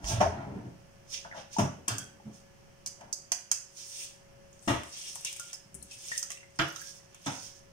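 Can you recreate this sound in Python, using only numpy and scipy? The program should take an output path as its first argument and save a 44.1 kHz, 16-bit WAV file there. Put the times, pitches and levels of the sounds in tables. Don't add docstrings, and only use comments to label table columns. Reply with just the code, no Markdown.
import sys
import numpy as np
from scipy import signal
from scipy.fft import rfft, irfft, next_fast_len
from scipy.io import wavfile
from scipy.ndimage import uniform_filter1d

SR = 44100
rng = np.random.default_rng(int(sys.argv[2]) if len(sys.argv) > 2 else 0)


def elevation(decibels):
    levels = np.asarray(decibels, float)
    return 10 ** (levels / 20)


def waveform_to_disk(signal):
    frames = np.transpose(np.atleast_2d(signal))
    scaled = np.clip(frames, -1, 1) * 32767
    samples = np.round(scaled).astype(np.int16)
    wavfile.write(sys.argv[1], SR, samples)


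N = 340452
TIME = np.arange(N) / SR
MS = np.arange(0, N / SR, 1 / 1000)
OPPOSED = np.array([[1], [-1]])


def gains(points, size):
    hz, db = np.transpose(points)
    bin_hz = np.fft.rfftfreq(size, 1 / SR)
    return elevation(np.interp(np.log(bin_hz + 1), np.log(hz), db))


def unit_rms(x):
    return x / np.sqrt(np.mean(x ** 2))


def peak1(x):
    return x / np.max(np.abs(x))


def colour(x, points):
    length = x.shape[-1]
    size = next_fast_len(length)
    return unit_rms(irfft(rfft(x, size) * gains(points, size), size)[..., :length])


def band(x, lo_hz, hi_hz):
    return unit_rms(signal.sosfilt(signal.butter(2, [lo_hz, hi_hz], "band", fs=SR, output="sos"), x))


def high_pass(x, order, hz):
    return signal.sosfilt(signal.butter(order, hz, "high", fs=SR, output="sos"), x)


def even_out(x, bins):
    spectrum = rfft(x)
    return irfft(spectrum / np.sqrt(uniform_filter1d(np.abs(spectrum) ** 2, size=bins)), x.shape[-1])


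def tilted(points, top_db):
    split_hz = 7400
    return [(hz, db + top_db * (hz > split_hz)) for hz, db in points]


def walk(rate_hz):
    k = int(SR / rate_hz)
    steps = np.repeat(rng.standard_normal(N // k + 1), k)
    return uniform_filter1d(uniform_filter1d(steps, k), k)[:N]


def effort(s, rise_s, fall_s, held_s=0.):
    before = np.maximum(s - MS, 0)
    after = np.maximum(MS - s - held_s, 0)
    return 10 ** -(before / rise_s + after / fall_s)


def smooth(powers):
    return np.array([np.interp(TIME, MS, np.sqrt(p)) for p in powers])


def panned(x, pan_db):
    return x * elevation(np.array([pan_db, -pan_db]).reshape(2, -1) / 2)


def add(out, s, x, pan_db=0.):
    i = int(s * SR)
    out[:, i:i + len(x)] += panned(x, pan_db)[:, :N - i]


def ring(t, hz, t60_s):
    return np.sin(2 * np.pi * hz * t) * 1000. ** (-t / t60_s)


# frequency in Hz, level in dB per Hz.
ROOM_TONE = [(20, -9), (40, -10.5), (134, -4), (200, -8.5), (300, -23), (700, -19), (1400, -24),
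             (3100, -26), (3700, -35.5), (5600, -27.5), (7500, -37), (9000, -37), (11000, -42),
             (16000, -41.5)]
# time in seconds, gain in dB.
TRAFFIC_SWELL = [(0, 4.5), (2.1, -1.5), (2.7, 1.5), (3.3, -5), (3.9, -7), (4.3, 2.5), (5, -4.5),
                 (5.8, -3.5), (6.3, -4), (7.72, 0)]
# frequency in Hz, level in dB, width in Hz.
FRIDGE_HUMS = [(363.7, -71, 53), (1720, -78, 8.4)]
# time in seconds, level in dB.
WHINE_LEVEL = [(0, -67), (1.5, -64), (3.9, -68), (4.45, -57.5), (4.7, -66), (6, -66.5), (7.72, -67.5)]


def kitchen():
    tone_db, whine_hz, waver_db = -58 - 2.5, 552.6, 2.5
    mid, side = colour(rng.standard_normal((2, N)), ROOM_TONE)
    tone = elevation(tone_db) * (mid + high_pass(side, 1, 200.) * OPPOSED)
    low = signal.sosfiltfilt(signal.butter(1, 800., fs=SR, output="sos"), tone)
    out = tone + (elevation(np.interp(TIME, *np.transpose(TRAFFIC_SWELL))) - 1) * low
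    for hz, db, width_hz in FRIDGE_HUMS:
        noise = rng.standard_normal((2, N))
        out = out + elevation(db) * np.array([band(v, hz - width_hz / 2, hz + width_hz / 2) for v in noise])
    whine_db = np.interp(TIME, *np.transpose(WHINE_LEVEL)) + 2.5 + waver_db * walk(4.4)
    turn = 2 * np.pi * whine_hz * TIME
    return out + elevation(whine_db) * np.array([np.sin(turn), np.sin(turn + 1.28)])


# start in seconds, level in dB, frequency in Hz, length in seconds.
WORKTOP_THUDS = [(0.035, -32.5, 49.6, 0.013), (0.084, -39.5, 95, 0.099), (0.128, -27.5, 112.7, 0.025),
                 (0.17, -31, 108, 0.019), (0.197, -23, 710, 0.0217), (0.243, -32.5, 85, 0.039),
                 (0.26, -12.5, 675, 0.004), (1.371, -53, 520, 0.045), (1.591, -28.5, 135.5, 0.054),
                 (1.901, -39.5, 112, 0.038), (4.684, -39, 128, 0.032), (4.68, -39, 74, 0.054),
                 (4.684, -37.5, 280, 0.029), (1.59, -31, 200, 0.039), (7.266, -47, 140, 0.055),
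                 (6.593, -39, 140, 0.056), (0.257, -39.5, 410, 0.044), (2.248, -40, 212.6, 0.043),
                 (2.335, -57, 180, 0.016), (5.74, -56.5, 380, 0.04), (5.734, -55, 67, 0.061)]


def thuds():
    out, t = np.zeros((2, N)), np.arange(SR // 4) / SR
    for s, db, hz, length_s in WORKTOP_THUDS:
        held = np.minimum(t / 0.017, 1) * np.exp(-np.maximum(t - length_s, 0) * hz / 4.2)
        swell, bend = uniform_filter1d(rng.standard_normal((2, len(t))), size=400) * 20
        cycles = hz * np.cumsum(1 + min(.07, 10 / hz) * bend) / SR
        add(out, s, elevation(db + 2.5 * swell) * held * np.sin(2 * np.pi * cycles), -2)
    return out


# frequency in Hz, level in dB per Hz.
SHELL_SNAP = [(2060, -59), (3500, -22), (4350, -45), (4800, -6.5), (5830, 4.5), (7640, -10.5), (8370, -10),
              (12100, -21), (13100, -24), (15200, -18.5), (15700, -26), (16400, -95)]
# frequency in Hz, level in dB.
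EGG_BODY = [(330, -23), (700, 2.5), (1100, 2.5), (1600, 5), (2200, 4), (3200, 7.5), (4000, -24)]
# start in seconds, snap in dB, brightest frequency in Hz,
# thin top in dB, dull body in dB.
EGG_TAPS = [(0.042, -41, 5900, -24, 0), (1.5297, -41, 6130, -19, -27), (1.5654, -44, 6200, -23, -14),
            (1.8800, -24, 5360, 3.5, -10), (1.9814, -31.5, 5270, 2, -10),
            (2.8601, -29.5, 5160, -6.5, -17.5), (2.8723, -29, 5860, -16, -29),
            (3.009, -51, 5270, -32, -1.5), (3.1265, -24, 5550, -14, -44), (3.3177, -19, 5300, -14, -11.5),
            (3.5137, -13.5, 5930, -9, -20)]
# start in seconds, snap in dB, thin top in dB, dull body in dB.
SHELL_BREAKS = [(4.8333, -44.5, 3, 1.5), (5.1552, -39, 9.5, -6), (5.2473, -26, -4, -16),
                (5.27, -37, -13, -23), (5.3267, -33.5, 0, -19), (5.362, -39, 5.5, -14),
                (5.3963, -33, 4.5, -36), (5.5298, -27.5, -19, -18), (5.539, -36.5, 1.5, -20.5),
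                (5.743, -60, 26, 2), (5.827, -51, 14.5, -25), (6.1154, -34, -11, -33),
                (6.177, -21, -2, -60.5), (6.192, -31, 3, -32), (6.227, -21, -14, -25),
                (6.3028, -32, 1, -7.5), (6.3163, -39, 9, -32), (6.683, -56, 17, -20),
                (6.76, -31.5, -10, -18), (7.145, -46, 4, -5)]


def shells():
    out, t = np.zeros((2, N)), np.arange(SR // 6) / SR
    lead = 200
    # splinter time in seconds, splinters against first snap, clack in dB
    taps = [(*tap, 0.0022, 0.51, 0.5) for tap in EGG_TAPS]
    breaks = [(s, db, 5730, top_db, body_db, 0.0024, 0.12, -6.5) for s, db, top_db, body_db in SHELL_BREAKS]
    for s, snap_db, hz, top_db, body_db, splinter_s, grit, clack_db in taps + breaks:
        chance = rng.standard_normal((2, len(t)))
        burst = grit * chance[0] * np.abs(chance[1]) * np.exp(-t / splinter_s)
        burst[0] = 1
        burst = even_out(burst, 50) * (t < .1)
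        clack = signal.fftconvolve(burst, ring(t, hz, .003))[:len(t)]
        clack = np.roll(peak1(high_pass(clack, 8, 4500)), lead)
        late = np.roll(burst, lead)
        snap = peak1(colour(late, tilted(SHELL_SNAP, -5.5)))
        top = peak1(colour(late, tilted(SHELL_SNAP, 19.7)))
        body = peak1(colour(late, EGG_BODY))
        crack = snap + elevation(clack_db) * clack + elevation(top_db + 0.5) * top + elevation(body_db + 7.5) * body
        add(out, s + 0.001257 - lead / SR, elevation(snap_db) * crack)
    return out


# frequency in Hz, level in dB per Hz.
SKIN_HISS = [(1300, -16.5), (2240, -12), (3800, -4), (4040, -5.5), (5350, 7), (6120, 6), (7630, -12),
             (8670, -9.5), (11000, -21.5), (15000, -25.5), (15900, -19), (16400, -50)]
# full at in seconds, held in seconds, level in dB,
# dull part in dB, thin part in dB.
BRUSHES = [(0.05, 0.034, -52.5, -9, -22), (0.086, 0.022, -43.5, -2, -0.5), (0.216, 0.011, -46, -7, -20),
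           (1.105, 0.026, -53, -20, -5.5), (1.14, 0.0086, -44.5, -1, -27), (1.36, 0.034, -57, 0, -36),
           (1.538, .004, -49.5, -5, -12), (2.34, 0.028, -68, -10, -0.5), (3.775, 0.044, -50, -21, -6),
           (4.52, 0.25, -90.5, -10, 11.5), (4.63, 0.044, -78.5, -15, 12), (4.696, 0.0033, -66, 11, 14.5),
           (5.262, 0.0097, -57, 9, 9), (5.76, .05, -93, -10, -9), (5.915, 0.016, -53.5, -5, -2.5),
           (6.314, 0.0027, -70.5, 12, 13), (6.553, 0.03, -68.5, -19, -25), (6.62, 0.034, -57, 0, -7),
           (7.146, 0.0034, -105, 39.5, 5), (7.25, 0.034, -69, 9, 4)]
# full at in seconds, held in seconds, level in dB,
# dull part in dB, thin part in dB.
SHELL_PICKING = [
    (3.97, 0.064, -50.5, -6, 2.5),
    (4.99, 0.2, -52.5, -5.5, -2.5),
    (5.37, 0.13, -61, -0.5, 3.5),
    (6.11, 0.062, -53.5, -1.5, 5),
    (6.8, 0.1, -54.5, -10.5, -2.5),
    (6.94, 0.036, -62, -19, -6),
    (7.35, 0.12, -54, -11.5, -4),
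    (7.55, 0.012, -65, -16, -7),
]


def rubs():
    powers, spread, grain_db = 0, 0.84, 3.2
    for rows, rise_s, fall_s in ((BRUSHES, 0.035, 0.083), (SHELL_PICKING, 0.23, 0.097)):
        for s, held_s, db, dull_db, thin_db in rows:
            levels = elevation([[db], [db + dull_db], [db + thin_db]])
            powers = powers + (levels * effort(s, rise_s, fall_s, held_s)) ** 2
    mid, side = rng.standard_normal((2, 3, 1, N))
    grain = elevation(grain_db * np.minimum(rng.exponential(size=N), 2 * np.pi))
    slips = (mid + spread * side * OPPOSED) * grain
    bright = elevation(3.5 * walk(35.)) * colour(slips[0], tilted(SKIN_HISS, 2.3))
    dull = elevation(4.3 * walk(25.51)) * band(band(slips[1], 2490.0, 4200.0), 1550.0, 3580.0)
    thin = elevation(2.5 * walk(45.)) * colour(slips[2], tilted(SKIN_HISS, 14.7))
    return np.sum(smooth(powers)[:, None] * [bright, dull, thin], axis=0)


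# hardest at in seconds, rumble in dB, scrape in dB,
# rise in seconds per 20 dB, fall in seconds per 20 dB.
WOOD_DRAGS = [(0.116, -35, -29, 0.082, 0.059), (0.17, -37, -43, 0.18, 0.15),
              (0.214, -27, -17.5, 0.014, 0.036), (0.33, -56, -40, .2, 0.32), (0.506, -36, -68, 0.72, 0.15),
              (0.662, -38.5, -72, 0.06, 0.075), (1.253, -58, -40, 0.0077, 0.028),
              (1.375, -45, -39.5, 0.068, 0.06), (1.652, -34, -31.5, 0.0042, 0.028),
              (1.716, -42, -59, .05, 0.19), (1.89, -37, -56, 0.017, 0.24), (2.262, -37, -55, 0.013, 0.087),
              (3.018, -53.5, -54.5, 0.065, 0.31), (5.752, -47.5, -77, 0.081, 0.021),
              (5.82, -55.5, -84, 0.17, 0.17)]


def drags():
    powers, judder_db = 0, 3.5
    for s, rumble_db, scrape_db, rise_s, fall_s in WOOD_DRAGS:
        powers = powers + (elevation([[rumble_db], [scrape_db]]) * effort(s, rise_s, fall_s)) ** 2
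    board, hollow = smooth(powers)
    slips = rng.standard_normal((3, N))
    rumble = board * elevation(judder_db * walk(30.02)) * band(slips[0], 30.0, 254.0)
    rasp = band(slips[1], 578.0, 887.0) + 0.51 * band(slips[2], 770.0, 1850.0)
    scrape = hollow * elevation(judder_db * walk(43.64)) * rasp
    return panned(elevation(-8.5) * (rumble + scrape), 0.)


# frequency in Hz, width in Hz, level
# in dB.
HOUSEHOLD_MODES = [
    [(86, 19, 7.5), (453, 26, -8), (680, 51, 9.5), (1120, 200, -6), (2400, 49, -17), (2760, 47, -24)],
    [(250, 180, 5.5), (614, 46, -5), (875, 330, 0), (1790, 130, -65), (2270, 42, -41), (2880, 320, -24),
     (3240, 95, -26)],
    [(115, 18, -22), (1260, 98, -34), (1490, 24, -6), (1750, 44, -9), (2800, 74, -10), (3430, 190, -13),
     (4220, 25, -47), (4550, 28, -25), (4800, 28, -9.5)],
]
# frequency in Hz, width in Hz, level in dB.
BOWL_MODES = [
    [(92, 95, 9), (344, 77, 5.5), (1000, 32, -6), (1180, 28, 2.5), (1510, 16, -26), (1940, 41, -3.5),
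     (2150, 23, -17), (2520, 22, -19), (2900, 53, -8.5), (3270, 20, -12)],
    [(335, 10, 7), (636, 40, -16), (755, 15, -6), (1060, 29, -10), (1460, 48, 14), (1810, 65, 10),
     (2030, 21, 5), (2130, 110, 3), (2380, 26, -6), (2940, 40, 11.5), (3360, 240, -25)],
    [(136, 65, 9), (302, 59, 1), (576, 36, -19), (990, 190, 6.5), (1390, 43, 2), (1810, 120, -18),
     (2090, 31, -21), (2640, 100, -16), (3380, 81, -3.5)],
]
BODY_PANS = [-11, 3.5, 8.5, 12, -13.5, -4.5]
# start in seconds, ring in dB, clatter in dB, its treble in dB, contact in seconds.
BODY_KNOCKS = [
    (0.206, -21, -40.5, -26.5, 0.017),
    (1.585, -13.5, -38.5, -26.5, 0.028),
    (1.88, -30, -49, -25, 0.041),
    (4.678, -24, -37.5, -24.5, 0.047),
    (6.5915, -22, -38, -39, 0.026),
    (7.263, -29, -41.5, -19.5, 0.038),
]
# frequency in Hz, level in dB.
SURFACE_CLATTER = [(60, -40), (150, 11), (300, 11.5), (800, 9.5), (1500, 2.5), (3000, 4), (4000, -27.5)]


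def knocks():
    out, t = np.zeros((2, N)), np.arange(SR // 2) / SR
    bodies = [*HOUSEHOLD_MODES, *BOWL_MODES]
    for body, pan_db, (s, ring_db, clatter_db, treble_db, contact_s) in zip(bodies, BODY_PANS, BODY_KNOCKS):
        chance = rng.standard_normal((3, len(t)))
        touch = np.exp(-t / contact_s) * np.minimum(t / 0.0032, 1)
        damped = [(hz, max(width_hz, 45 + hz / 7), db) for hz, width_hz, db in body]
        modes = sum(elevation(db) * width_hz * ring(t, hz, 2.2 / width_hz) for hz, width_hz, db in damped)
        struck = peak1(signal.fftconvolve(chance[0] ** 3 * touch, modes)[:len(t)])
        add(out, s - .0025, elevation(ring_db + 0.5) * struck, pan_db)
        clatter = elevation(clatter_db) * colour(chance[1], SURFACE_CLATTER)
        treble = elevation(ring_db + treble_db) * colour(chance[2], tilted(SHELL_SNAP, -0.5))
        add(out, s - .0025, elevation(3.5) * (clatter + treble) * touch, pan_db)
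    return out


# start in seconds, level in
# dB, frequency in Hz, T60 in seconds.
HOLLOW_NOTES = [(1.248, -38, 1490, 0.036), (6.815, -40, 1690, .04), (1.313, -39, 1970, 0.017),
                (1.322, -40, 1740, 0.02), (1.332, -43, 1545, 0.024), (1.345, -40, 806, 0.045),
                (1.565, -32, 907, 0.1), (1.984, -43.5, 1543, 0.12), (2.0, -46.5, 3240, 0.18),
                (2.864, -35, 4930, 0.03), (3.128, -38, 4800, 0.014), (5.156, -45.5, 970, 0.016),
                (5.276, -41, 2310, 0.036), (5.396, -46, 1402, 0.07), (5.543, -40, 5310, 0.028),
                (5.817, -56, 4200, 0.015), (5.915, -47, 2600, 0.022), (6.1161, -34, 1900, 0.063),
                (6.304, -37, 2100, 0.017), (6.228, -41, 1610, 0.011), (6.76, -40.5, 1390, 0.029),
                (6.5944, -30, 1750, 0.033), (6.596, -26, 2912, 0.04), (1.136, -44, 3140, 0.08)]


def notes():
    out, t = np.zeros((2, N)), np.arange(SR // 6) / SR
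    for s, db, hz, t60_s in HOLLOW_NOTES:
        scuff, loose = rng.standard_normal((2, len(t)))
        scuff = scuff * np.exp(-t / 0.0022)
        scuff[0] = 3
        span = int(t60_s * SR / 10)
        rattle = 1 + .5 * np.sqrt(span) * uniform_filter1d(loose, size=span)
        note = signal.fftconvolve(scuff, rattle * ring(t, hz, t60_s))[:len(t)]
        add(out, s, elevation(db) * peak1(band(note, hz / 1.25, hz * 1.25)))
    return out


# start in seconds, level in dB, frequency in Hz, T60 in seconds,
# glide as a share per 10 ms.
WET_DRIPS = [(4.6755, -24, 315, .03, -0.013), (5.3965, -40, 1400, 0.096, 0.0015),
             (6.604, -32, 326, 0.24, 0), (1.565, -36, 880, .05, -0.008), (3.318, -37, 677, .03, 0),
             (6.1166, -30, 1800, 0.05, 0.042), (6.3025, -43, 1130, .02, .15),
             (6.3731, -41.5, 2630, .02, .13), (6.4066, -49, 2650, .022, 0.14),
             (6.4305, -44, 2050, 0.028, .05), (7, -55, 1900, .02, .1), (1.313, -48, 2050, .05, -.09),
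             (2.2, -48, 790, .03, .1)]


def drips():
    out, t = np.zeros((2, N)), np.arange(SR // 8) / SR
    for s, db, hz, t60_s, glide in WET_DRIPS:
        pitch_hz = hz * (1 + glide * np.minimum(t / .01, 3))
        tone = np.sin(2 * np.pi * np.cumsum(pitch_hz) / SR)
        add(out, s, elevation(db) * tone * 1000. ** (-t / t60_s))
    return out


# start in seconds, level in dB, frequency in Hz, left minus right in dB.
SHELL_CHIPS = [(2.863, -44, 2830, -2), (3.318, -40, 1480, 2), (4.5292, -48, 7000, 2),
               (4.5925, -56, 5900, -9), (4.6259, -47, 8550, 5), (4.678, -29, 5930, 2),
               (5.014, -31.5, 5600, 0), (5.021, -42, 8800, 0), (5.038, -42, 8400, 0), (5.066, -42, 5500, 0),
               (5.105, -44, 6000, 0), (5.1512, -36, 9000, 2), (5.209, -36.5, 10000, 0),
               (5.272, -31.5, 6000, 1), (6.762, -38.5, 3500, 0), (5.75, -38.5, 9200, 16),
               (5.826, -38, 9700, 12), (5.9125, -37, 5600, 0), (6.0397, -41, 6000, 1),
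               (6.0662, -43, 8000, 0), (6.085, -32, 5960, 0), (6.1772, -26, 8100, -2),
               (6.3175, -30.5, 6630, -10), (6.4069, -54, 6000, -10), (6.5047, -57, 8000, -6),
               (6.559, -50, 8000, -4), (6.589, -24.5, 5750, 9), (6.683, -43, 14000, 0),
               (6.7032, -38, 5650, -5), (6.723, -39, 13000, -1), (6.761, -43, 13000, 0),
               (6.795, -38, 6030, -7), (6.816, -39, 13000, 0), (7.1287, -56, 6000, -2),
               (7.2225, -60, 6000, -2), (7.223, -53, 11000, 0), (7.32, -42, 8800, 0),
               (6.1776, -36, 14500, 0), (7.2608, -32.5, 7800, 7), (7.2704, -31.5, 5630, -6)]


def chips():
    out, t = np.zeros((2, N)), np.arange(SR // 20) / SR
    for s, db, hz, pan_db in SHELL_CHIPS:
        burst = (rng.standard_normal(len(t)) + 5 * (t == 0)) * np.exp(-t / 0.00104)
        add(out, s, elevation(db) * peak1(band(burst, hz / 1.2, hz * 1.11)), pan_db)
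    return out


# start in seconds, level in dB, bounces per second, ring in Hz, fade in seconds.
BOWL_CHATTER = [
    (6.5945, -16, 335, 1530, 0.022),
    (4.684, -26.5, 327, 880, 0.046),
    (7.268, -35, 310, 1560, .025),
]


def chatter():
    out, t = np.zeros((2, N)), np.arange(SR // 50) / SR
    for s, db, rate_hz, hz, fade_s in BOWL_CHATTER:
        chance = rng.standard_normal((2, 30))
        after_s = np.cumsum(1 + .06 * chance[0]) / rate_hz - 1 / rate_hz
        for late_s, size_db in zip(after_s, 2.8 * chance[1]):
            add(out, s + late_s, elevation(db + size_db) * np.exp(-late_s / fade_s) * ring(t, hz, 0.0038))
    return out


# frequency in Hz, T60 in seconds.
ROOM_DECAY = [(100, 0.3), (500, 0.36), (2000, 0.42), (6000, 0.41), (14000, 0.23)]


def echoes():
    t, tail = np.arange(int(.6 * SR)) / SR, 0
    hz, t60_s = np.transpose(ROOM_DECAY)
    for mid_hz in 60 * 2. 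** np.arange(9):
        noise = rng.standard_normal((2, len(t)))
        mid, side = band(noise, mid_hz / 1.71, min(mid_hz * 1.635, 20000.))
        both = mid + min(mid_hz / 740.0, 1) * side * OPPOSED
        decay = 1000. ** (-t / np.interp(np.log(mid_hz), np.log(hz), t60_s))
        tail = tail + both * np.sqrt(mid_hz) * decay
    tail = tail * np.clip(t / .0015, 0, 1) * (1 + 3 * np.exp(-t / .006))
    tail = even_out(tail, 80)[:, :SR // 2]
    return tail / np.sqrt(np.sum(tail ** 2) / 2)


def walls(x):
    turns = np.pi * TIME / .31 - np.pi * np.arange(3)[:, None] / 3
    shares = np.cos(turns) ** 2 / np.sqrt(9 / 8)
    size, mono = next_fast_len(N + SR), x.mean(axis=0)
    return irfft(sum(rfft(mono * share, size) * rfft(echoes(), size) for share in shares), size)[:, :N]


# time in seconds, left minus right in dB.
HAND_PLACES = [(0, 1), (.7, -3), (1.2, 0.5), (1.7, 1), (2.2, 3), (2.8, 3), (3.4, 1), (3.9, -0.5), (4.5, 18),
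               (5, 11.5), (5.5, 5), (5.8, 13), (6.1, 4), (6.7, -6), (7.3, 0.5), (7.72, -10)]


def scene():
    right_lag = 10
    place_db = np.interp(TIME, *np.transpose(HAND_PLACES))
    place = elevation(np.array([place_db, -place_db]) / 2)
    cracks, hollow, wet, bounces = shells() * place, notes() * place, drips(), chatter()
    near = high_pass(knocks() + chips() + rubs() * place + drags(), 4, 90.)
    direct = near + cracks + hollow + wet
    direct = np.array([direct[0], np.roll(direct[1], right_lag)]) + bounces
    sent = near + elevation(-2.5) * cracks + elevation(-2.5) * (hollow + bounces) + elevation(-3) * wet
    return direct + elevation(3) * walls(sent) + thuds() + kitchen()


def top_cut(x):
    return signal.sosfilt(signal.butter(12, 16520, fs=SR, output="sos"), x)


# frequency in Hz, left minus right in dB.
PORT_TILT = [(25, -5), (60, 0.5), (200, -2), (400, 4.5), (700, 4.5), (1300, -2), (2400, -1), (3600, -1.5),
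             (5000, -5.5), (6100, -11), (7000, -12.5), (7800, 11.5), (9500, 10.5), (11500, 2), (15000, -6)]


def record(dry):
    size = next_fast_len(N)
    tilt = np.sqrt(gains(PORT_TILT, size))
    heard = irfft(rfft(dry, size) * np.array([tilt, 1 / tilt]), size)[:, :N]
    heard = signal.sosfiltfilt(signal.butter(12, 15650, fs=SR, output="sos"), heard)
    return top_cut(heard)


dry = scene()
out = record(dry)
waveform_to_disk(out)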